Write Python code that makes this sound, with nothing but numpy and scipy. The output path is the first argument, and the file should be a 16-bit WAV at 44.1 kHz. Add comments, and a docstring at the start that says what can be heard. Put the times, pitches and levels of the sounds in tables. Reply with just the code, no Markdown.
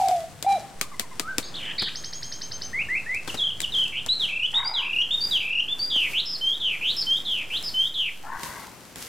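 """Forest camp: a mimicking bird sings, centred and ringing among trunks, beside a stereo fire.
Its hoots, pips, rasps, trill and whistles are near sines that follow note tables and flutter.
The fire is patchy noise with rung noise bursts for snaps; a stick raking the embers swells the hiss.
A bamboo spit creaks twice in its fork: slip clicks and grit ring resonances that climb.
Air, insects and, at first, a low flapping of flames lie behind."""
import sys
import numpy as np
from scipy import signal
from scipy.fft import rfft, irfft, next_fast_len
from scipy.io import wavfile
from scipy.ndimage import uniform_filter1d

SR = 44100
rng = np.random.default_rng(int(sys.argv[2]) if len(sys.argv) > 2 else 0)


def int16_out(signal):
    """Quantize to a 16-bit WAV file."""
    q = np.round(np.clip(np.atleast_2d(signal).T, -1, 1) * 32767)
    wavfile.write(sys.argv[1], SR, q.astype(np.int16))


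N = 400428
T = np.arange(N) / SR
SIDES = np.array([[1], [-1]])  # left, right in antiphase
TURN_S = 4.7  # until then the fire lies left, its hiss is duller and insects sound


def undb(db):
    """Amplitude ratio of a level in dB."""
    return 10 ** (np.asarray(db) / 20)


def unit(x):
    """Scale to RMS 1."""
    return x / np.sqrt(np.mean(x ** 2))


def ring(x, modes):
    """Sum of broad resonances, each (centre Hz, width Hz, gain dB)."""
    out = 0
    for hz, width_hz, db in modes:
        out = out + undb(db) * signal.lfilter(*signal.iirpeak(hz, hz / width_hz, SR), x)
    return out


def walk(rate_hz):
    """Random levels held 1 / rate_hz seconds and slewed twice; RMS 1."""
    k = int(SR / rate_hz)
    steps = np.repeat(rng.standard_normal(N // k + 1), k)
    slewed = uniform_filter1d(uniform_filter1d(steps, k), k)
    return unit(slewed[:N])


def colour(spectrum):
    """Steady noise of RMS 1, its spectrum drawn through (Hz, relative dB) points on a log axis."""
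    hz, db = np.transpose(spectrum)
    f = np.maximum(np.fft.rfftfreq(N, 1 / SR), 1)
    gain = undb(np.interp(np.log(f), np.log(hz), db))
    return unit(irfft(rfft(rng.standard_normal(N)) * gain, N))


# Lone echoes off trunks. Each row: delay in seconds, level in dB re direct sound.
TRUNK_ECHOES = [(.004, -18), (.041, -19)]
WOOD_T60_S, NEAR_S, NEAR_DB = 0.46, 0.05, 5
WOOD_DB = -3  # scatter energy re direct sound, before its high-pass
CEILING = 0.18


def bird():
    """Song through the wood: lone echoes, dense near scatter, far tail; a limiter rounds the crests."""
    song = calls()
    high = signal.sosfilt(signal.butter(4, 1500, "high", fs=SR, output="sos"), song)
    squared = high ** 2
    octave = unit(squared - uniform_filter1d(squared, size=40))
    song = song + undb(-34) * octave * np.std(song)

    t = T[:SR]
    near = undb(NEAR_DB / (1 + (t / NEAR_S) ** 8))
    onset = np.clip(t / 0.0025, 0, 1)
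    wood = rng.standard_normal(SR) * undb(-60 * t / WOOD_T60_S) * near * onset
    wood *= undb(WOOD_DB) / np.sqrt(np.sum(wood ** 2))
    wood = signal.lfilter(*signal.butter(1, 1400, "high", fs=SR), wood)  # low notes bend round trunks
    wood[0] = 1  # direct sound
    for delay_s, db in TRUNK_ECHOES:
        wood[int(delay_s * SR)] += undb(db)
    wet = signal.fftconvolve(song, wood)[:N]

    envelope = np.abs(signal.hilbert(wet, next_fast_len(N))[:N])
    held = wet / (1 + (envelope / CEILING) ** 8) ** (1 / 8)
    return held / (1 + (.93 * held / CEILING) ** 8) ** (1 / 8)


def calls():
    """Every note of the song, each kind in its own voice."""
    return (trill() + hoots() + clear_whistles() + pips() + rasps() + rattle()
            + warbles() + ripples() + buzzes() + tweets() + burr())


# Trill. Each row: start in seconds, top pitch in Hz.
TRILL = [(1.955, 6410), (2.043, 6430), (2.132, 6580), (2.229, 6470), (2.322, 6410), (2.417, 6330),
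         (2.518, 6290), (2.618, 6210)]
# Whip, lead whip just ahead, half-pitch line.
# Each row: seconds from stroke start, share of top pitch, level in dB re TRILL_DB.
STROKE = [(-.002, .4, -22), (.001, .62, -2), (.004, .8, 0), (.008, .94, -14), (.022, 1.0, -9),
          (.055, 1.0, -13)]
LEAD = [(-.006, .5, -9), (-.001, .86, -5)]
UNDER = [(-.007, .22, -14), (-.002, .3, -11), (.002, .4, -32), (.012, .49, -17), (.045, .5, -21)]
TRILL_DB = -30


def trill():
    """Each stroke whips up twice to a held top note; a half-pitch line sounds under it."""
    def strokes(shape):
        return [[(s + dt, part * top_hz, TRILL_DB + db) for dt, part, db in shape] for s, top_hz in TRILL]

    whips = sing(strokes(STROKE) + strokes(LEAD), "whip")
    return whips + sing(strokes(UNDER), "clear")


# First hoot in two parts, then the arched one. Each row: time in seconds, pitch in Hz, level in dB.
HOOT_THROB = [(0, 828.5, -19.5), (.11, 718.3, -24)]
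HOOT_SMOOTH = [(.11, 745, -17), (.19, 665, -26), (.24, 671, -31.5)]
HOOT_ARCH = [(.445, 694, -22), (.461, 740, -42), (0.468, 798.4, -9.5), (0.549, 783.7, -22.5),
             (0.587, 598, -29.5)]
# Each row: multiple of the pitch, level in dB re fundamental.
LOW_OVERTONES = [(3, -33), (5, -30)]


def hoots():
    """Two hoots: the first starts with a throb and then runs smooth, the second is an arch."""
    throbbing = sing([HOOT_THROB], "hoot", LOW_OVERTONES)
    return throbbing + sing([HOOT_SMOOTH, HOOT_ARCH], "coo", LOW_OVERTONES)


# Notes. Each row: start in seconds, length in seconds, pitch in Hz, level in dB.
RISES = [(2.73, 0.097, 2117, -24.5), (2.885, 0.1, 2040, -24), (3.06, 0.12, 2011, -27)]
DROPS = [(3.275, .035, 2750, -28.5), (3.62, 0.035, 2850, -22)]
HOOKS = [(4.537, 0.058, 3680, -20), (5.105, 0.049, 3610, -19), (5.678, 0.064, 3457, -25)]
PEEPS = [(4.645, 0.055, 4764, -28.5), (5.205, 0.072, 4690, -26), (5.79, 0.081, 4680, -26.5)]
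FALLS = [(4.195, 0.068, 3256, -21), (4.738, 0.076, 3250, -22), (5.31, 0.076, 3205, -18.5)]
KICKS = [(4.43, 0.043, 2920, -23.5), (4.985, 0.05, 2856, -20), (5.585, 0.028, 2757, -20.5)]
LIFTS = [(6.41, 0.15, 3209, -21), (7.065, 0.12, 3214, -19.5), (7.74, .14, 3160, -20)]
# Their shapes. Each row: share of length, share of pitch, level in dB re note.
RISE = [(0, .85, -10), (0.151, .95, -6.5), (0.601, 1.05, 0.5), (.85, 1.25, -4), (1, 1.325, -0.5)]
DROP = [(0, 1.38, -19.5), (.85, 1, 1.5), (1, .95, -31)]
HOOK = [(0, .7, -16), (0.121, .93, -1), (.3, 1, -5.5), (.75, 1.02, 0), (1, 1.02, -4.5)]
PEEP = [(0, 1.0, -5), (.15, .97, -1), (.6, 1.03, 3), (1, 1.02, -12)]
FALL = [(0, 1.26, -5.5), (0.301, 1.08, -5), (.65, .98, 0), (1, .82, -9.5)]
KICK = [(0, .98, 9.5), (.2, 1, -4.5), (.5, 1.02, 1.5), (.8, 1.15, -2.5), (1, 1.144, -25)]
LIFT = [(0, .96, -10.5), (.38, .98, -1), (0.451, .99, 2), (.75, 1.04, -5), (1, 1.2, -16)]
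# Single notes. Each row: time in seconds, pitch in Hz, level in dB.
SLUR = [(1.22, 1164, -48.5), (1.27, 1340, -36.5), (1.295, 1576, -31), (1.35, 1453, -45.5)]
THIN = [(1.44, 6560, -47), (1.48, 6500, -53)]
CLIMB = [(4.08, 2300, -46.5), (4.092, 3876, -20), (4.131, 4080, -22), (4.144, 4480, -29)]


def clear_whistles():
    """Lightly fluttering pure whistles: repeated kinds share a shape, three notes are single."""
    kinds = [(RISES, RISE), (DROPS, DROP), (HOOKS, HOOK), (PEEPS, PEEP),
             (FALLS, FALL), (KICKS, KICK), (LIFTS, LIFT)]
    notes = [SLUR, THIN, CLIMB]
    for rows, shape in kinds:
        notes = notes + shaped(rows, shape)
    return sing(notes, "clear")


# Each row: start in seconds, length in seconds, pitch in Hz, level in dB.
PIPS = [(.82, .035, 1253, -41), (.915, 0.036, 1200, -42.5), (1.025, 0.038, 1060, -47),
        (1.11, .042, 1060, -46.5)]
# Each row: share of length, share of pitch, level in dB re note.
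PIP = [(0, 1.02, 1), (1, .82, -6.5)]
PIP_OCTAVE_DB = -6


def pips():
    """Short falling pips with an octave that comes and goes."""
    return sing(shaped(PIPS, PIP), "clear", [(2, PIP_OCTAVE_DB)])


# One list a rasp. Each row: time in seconds, pitch in Hz, level in dB.
RASPS = [
    [(1.425, 3500, -39), (1.44, 4230, -41), (1.5, 4200, -47)],
    [(1.779, 4300, -34), (1.787, 4400, -24.5), (1.9, 2890, -35)],
]
# Each row: multiple of the pitch, level in dB re main line.
RASP_UNDERTONE = [(.5, -19)]


def rasps():
    """Fast, ragged, wide flutter over a half-pitch undertone that comes and goes."""
    return sing(RASPS, "rasp", RASP_UNDERTONE)


# Upper and lower voice. Each row: time in seconds, pitch in Hz, level in dB.
RATTLE = [(1.54, 2890, -37), (1.553, 3790, -35.5), (1.59, 2830, -39), (1.725, 2893, -33)]
RATTLE_LOW = [(1.6, 2185, -48), (1.724, 1764, -39)]


def rattle():
    """Two voices at once with very ragged flutter."""
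    return sing([RATTLE, RATTLE_LOW], "rattle")


# Each row: start in seconds, length in seconds, pitch in Hz, level in dB, warble rate in Hz.
WARBLES = [(4.28, .15, 2737, -26.5, 30.9), (4.816, 0.165, 2790, -25.5, 29.28),
           (5.401, .185, 2776, -25.5, 42.3)]
# Each row: share of length, share of pitch, level in dB re note.
WARBLE = [(0, .87, -8.5), (0.999, 0.96, -0.5)]


def warbles():
    """Rising whistles swung in pitch and level, each at its own rate."""
    out = np.zeros(N)
    for *note, rate_hz in WARBLES:
        out += sing(shaped([note], WARBLE), "warble", pace_hz=rate_hz)
    return out


# Each row: start in seconds, length in seconds, pitch in Hz, level in dB.
RIPPLES = [(3.372, .138, 3258, -22), (3.72, .145, 3154, -20.5)]
# Each row: share of length, share of pitch, level in dB re note.
RIPPLE = [(0, 1.32, -6.5), (0.071, 1.14, -14), (.2, 1.04, -2), (0.548, 1, -1), (.88, .97, -6.5),
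          (1, 0.8545, -7.5)]


def ripples():
    """Falling whistles with a light wobble of pitch."""
    return sing(shaped(RIPPLES, RIPPLE), "ripple")


# Each row: start in seconds, length in seconds, pitch in Hz, level in dB.
BUZZES_DOWN = [(5.9, 0.18, 3128, -19.5), (6.6, 0.16, 3126, -22.5), (7.25, 0.18, 3242, -23.5),
               (7.94, .158, 3194, -23)]
BUZZES_UP = [(6.13, 0.08, 3260, -19), (6.81, 0.11, 3291, -19.5), (7.5, .082, 3283, -23)]
# Each row: share of length, share of pitch, level in dB re note.
BUZZ_DOWN = [(0, 1.21, -12.5), (.1, 1.09, -6.5), (.36, 1.0, -0.5), (0.719, .85, -5.5), (1, .7, -10.5)]
BUZZ_UP = [(0, .71, -12.5), (.68, 1, -2), (1, 1.27, -6.5)]


def buzzes():
    """Falling and rising whistles whose very fast flutter widens where they are soft."""
    notes = shaped(BUZZES_DOWN, BUZZ_DOWN) + shaped(BUZZES_UP, BUZZ_UP)
    return sing(notes, "buzz", fray=0.066)


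# Each row: start in seconds, length in seconds, pitch in Hz, level in dB.
TWEETS = [(6.255, 0.11, 5090, -33), (6.965, 0.067, 5085, -28), (7.635, .062, 4990, -32)]
# Each row: share of length, share of pitch, level in dB re note.
TWEET = [(0, 1.03, -2), (.8, 1, 2.5), (1, .78, 1)]


def tweets():
    """High fluttered notes that drop in pitch at the end."""
    return sing(shaped(TWEETS, TWEET), "tweet")


# Each row: time in seconds, pitch in Hz, level in dB.
BURR = [(3.92, 2514, -37), (3.95, 2494, -32), (3.985, 2890, -26.5), (4.008, 3140, -45)]


def burr():
    """One rising note roughened by fast, wide flutter."""
    return sing([BURR], "burr")


def shaped(rows, shape):
    """Stretch one shape to the length, pitch and level of every row."""
    return [[(s + share * length_s, part * hz, db + d) for share, part, d in shape]
            for s, length_s, hz, db in rows]


# Flutter by voice. 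Each entry: rate in Hz, pitch swing in Hz, raggedness 0-1,
# throb of level as a share (negative starts loud).
FLUTTER = {"hoot": (53, 45, .25, -.9), "coo": (36, 10, .3, .1), "clear": (36, 19, .36, .05),
           "ripple": (28, 110, .15, .1), "warble": (31, 190, .2, .5), "rattle": (95, 330, .7, .3),
           "rasp": (86, 600, .4, .3), "buzz": (240, 125, .3, .15), "tweet": (120, 187, .3, .1),
           "whip": (80, 40, .4, .3), "burr": (130, 330, .3, .2)}


def sing(notes, kind, overtones=(), pace_hz=None, edge_s=0.003, fray=0):
    """Near sine along each note, pitch and level fluttering together; fray widens the soft swing."""
    rate_hz, swing_hz, ragged, throb = FLUTTER[kind]
    pace = (pace_hz or rate_hz) * (1 + .2 * ragged * walk(rate_hz / 2))
    jitter = ragged * walk(5 * rate_hz)
    broken = undb(5.0 * walk(45))  # overtones come and go
    out = np.zeros(N)
    for note in notes:
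        s, hz, db = np.transpose(note)
        span = (T >= s[0]) & (T < s[-1])
        t = T[span]
        level_db = np.interp(t, s, db)
        beat = jitter[span] - np.cos(2 * np.pi * np.cumsum(pace[span]) / SR)
        edges = np.clip(np.minimum(t - s[0], s[-1] - t) / edge_s, 0, 1)
        throbbing = 1 + np.clip(throb, -1, 1) * beat
        softness_db = np.interp(t, s, max(db) - db)
        pitch_hz = np.interp(t, s, hz) + swing_hz * (1 + fray * softness_db) * beat
        phase = 2 * np.pi * np.cumsum(pitch_hz) / SR
        partials = sum(undb(d) * np.sin(round(2 * k) / 2 * phase) for k, d in overtones)
        tone = np.sin(phase) + broken[span] * partials
        out[span] += np.sqrt(2) * edges * throbbing * undb(level_db) * tone
    return out


# Fire snaps and stick knocks. Each row: start in seconds, gain in dB, thud gain in dB re crack gain.
SNAPS = [(0.085, -27, -24.5), (0.426, -24.5, -29), (0.8123, -16.5, -31.5), (0.9961, -18, -31),
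         (1.1965, -20, -25), (1.3823, -17, -25.5), (1.8212, -35, -11), (3.1464, -34, -29), (3.276, -39, -5),
         (3.343, -53.5, 8.5), (3.6035, -23.5, -36.5), (3.6165, -25, -32.5), (3.88, -39, -33),
         (4.0624, -28.5, -21.5), (5.96, -48, -4.5), (7.6266, -34.5, -27), (8.433, -29.5, -25.5),
         (8.958, -34, -26)]
# Crack and thud resonances. Each row: centre in Hz, width in Hz, gain in dB.
CRACK_MODES = [(2420, 970, -0.5), (4100, 2500, 3), (7300, 2260, 1), (11500, 11000, -34)]
THUD_MODES = [(235, 363, 32), (720, 2800, 16.5)]
LEFT_DB = 8  # left over right for thuds before TURN_S


def snaps():
    """A noise crack of about 2 ms, a fainter spray and a dull thud; from the left before TURN_S."""
    out, t = np.zeros((2, N + SR)), T[:SR // 8]
    decay = np.exp(-(t / .0021) ** 2) + undb(-11.5) * np.exp(-t / 0.019)  # crack, then spray
    for s, db, thud_db in SNAPS:
        mid, side = rng.standard_normal((2, len(t))) * decay
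        crack = ring(mid + 0.73 * side * SIDES, CRACK_MODES)
        thud = ring(rng.standard_normal(len(t)) * np.exp(-t / 0.0095), THUD_MODES)
        pan_db = (s < TURN_S) * LEFT_DB * SIDES / 2
        snap = crack * undb(0.38 * pan_db) + thud * undb(thud_db + pan_db)
        i = int(s * SR)
        out[:, i:i + len(t)] += snap * undb(db)
    return out[:, :N]


# Each row: start in seconds, length in seconds, gain in dB, upper resonance in Hz at start
# and at end of its climb, climb in seconds.
CREAKS = [(4.532, 0.37, -38, 1860, 2150, .12), (8.237, 0.48, -40, 1692, 2070, .4)]
# Each row: share of length, gain in dB re creak.
CREAK_SHAPE = [(0, -3), (0.041, -3), (.2, 4), (.4, -3), (.8, -4), (1.1, -19)]
# Lower resonances (before loading). Each row: centre in Hz, half width in Hz, gain in dB.
BAMBOO = [(1002, 104, 1), (1540, 116, -6)]


def creak():
    """Uneven stick-slip clicks and grit ring the bamboo; resonances climb and waver as the spit turns."""
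    turns = np.cumsum(100 * (1 + .25 * walk(60))) / SR  # about 100 slips a second
    slips = np.diff(np.floor(turns), prepend=0) * np.sign(walk(200))

    def rung(hz, half_width_hz):
        """A narrow low-passed rub shifted up to a moving resonance, with its own grit."""
        rub = slips + .09 * rng.standard_normal(N)
        narrow = signal.lfilter(*signal.butter(2, half_width_hz, fs=SR), rub)
        return unit(np.cos(2 * np.pi * np.cumsum(hz) / SR) * narrow)

    share, shape_db = np.transpose(CREAK_SHAPE)
    out = np.zeros(N)
    for start, length_s, db, from_hz, to_hz, climb_s in CREAKS:
        loading = np.interp(T, [start, start + 0.0692], [.86, 1]) * (1 + .04 * walk(15))
        body = sum(undb(d) * rung(hz * loading, half_hz) for hz, half_hz, d in BAMBOO)
        upper_hz = np.interp(T, [start, start + climb_s], [from_hz, to_hz])
        body = body + undb(-5.5) * rung(upper_hz, 126)
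        out += body * undb(np.interp(T, start + share * length_s, db + shape_db, -120, -120))
    return out * undb(2.5 * SIDES)


# Hiss and air spectra. Each row: frequency in Hz, relative density in dB per Hz.
EMBERS = [(300, -37), (1500, 2), (8000, -1), (13500, -2.5), (16000, -14)]
AIR = [(15, -47), (28, -3.5), (159, -0.5), (1350, -9.5), (3000, -15.5), (8000, -22), (10000, -37)]
AIR_DB = -48.5  # mean gain


def fire():
    """Wide patchy hiss and tiny crackles over a murmur of flames, air and insects; dull before TURN_S."""
    stir_db = stirring()
    sizes_db = np.minimum(4.0 * rng.exponential(size=N), 10)
    clicks = (rng.random(N) < 80 / SR) * undb(sizes_db + 23.5)  # about 80 a second
    grit = ring(clicks, [(4800, 4900, 0.0049)])
    side = 0.42 * colour(EMBERS) + ring(colour(EMBERS), [(13100, 11000, 0.67)])
    hiss = colour(EMBERS) + grit + side * SIDES
    dull = signal.sosfilt(signal.butter(2, 10500, fs=SR, output="sos"), hiss)
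    hiss = np.where(T < TURN_S, dull, hiss) * undb(stir_db + 2.0 * walk(17))

    murmur = colour(AIR) * undb(np.array([[2.0], [-3.0]])) + 0.5 * np.array([colour(AIR), colour(AIR)])
    lift_db = 0.38 * (stir_db - np.mean(stir_db))  # stirring lifts the murmur a little too
    murmur = murmur * undb(AIR_DB + lift_db + 1.5 * walk(2.88))
    insects = undb(-49) * (T < TURN_S) * ring(rng.standard_normal((2, N)), [(8200, 1300, 0)])
    return hiss + insects + murmur


# Slowly changing ember hiss. Each row: time in seconds, gain in dB.
EMBER_HISS = [(0, -43.5), (.4, -58), (1.6, -55), (3.0, -57), (5.0, -59), (5.6, -65.5), (5.8, -52.5),
              (7.9, -56.5), (8.2, -62), (9.08, -50.5)]
# Each row: peak time in seconds, peak gain in dB, rise in seconds, fall in seconds.
RAKES = [(.11, -39.5, 0.014, 0.094), (0.502, -42, 0.024, 0.18), (3.308, -40, 0.032, 0.13),
         (3.781, -45, 0.12, 0.095), (4.22, -42, 0.04, 0.099), (5.3, -46.5, 0.23, 0.2),
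         (6.12, -44.5, 0.077, 0.06), (7.04, -52.5, 0.31, 0.63), (7.55, -45, 0.056, 0.54),
         (8.47, -43, 0.19, 0.24), (8.97, -40, 0.012, 0.12)]
RAKE_FADE_DB = 12.5  # lost over one rise or fall time


def stirring():
    """Hiss gain in dB: changing embers plus one swell, summed in power, for each rake of the stick."""
    power = undb(2 * np.interp(T, *np.transpose(EMBER_HISS)))
    for s, db, rise_s, fall_s in RAKES:
        away = np.maximum((s - T) / rise_s, (T - s) / fall_s)
        power = power + undb(2 * (db - RAKE_FADE_DB * away))
    return 10 * np.log10(power)


# Each row: frequency in Hz, relative density in dB per Hz.
FLAMES = [(30, -5), (70, 2), (150, 3.5), (450, -28.5)]
FLAMES_END_S, FLAMES_DB = 4.7, -55.5


def flames():
    """Low flapping rumble while the flames stand high: wavering noise, weighted to the left."""
    rumble = colour(FLAMES) * undb(2.5 * SIDES) + 0.9 * np.array([colour(FLAMES), colour(FLAMES)])
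    return rumble * (T < FLAMES_END_S) * undb(FLAMES_DB + 2 * walk(2.96))


OFFSET_ON_S, OFFSET_OFF_S, OFFSET_EDGE_S, OFFSET_SIZE = 0.757, 8.38, 0.01, 0.013


def offset():
    """Steady offset of the signal between two times, with ramped edges."""
    inside_s = np.minimum(T - OFFSET_ON_S, OFFSET_OFF_S - T)
    return OFFSET_SIZE * np.clip(inside_s / OFFSET_EDGE_S + .5, 0, 1)


def scene():
    """Bird and offset in the centre, fire and spit in stereo."""
    return bird() + offset() + snaps() + creak() + fire() + flames()


TOP_HZ = 16200


def record(dry):
    """The recorder cuts the top: a steep low-pass."""
    return signal.sosfilt(signal.ellip(10, .2, 80, TOP_HZ, fs=SR, output="sos"), dry)


dry = scene()
out = record(dry)
int16_out(out)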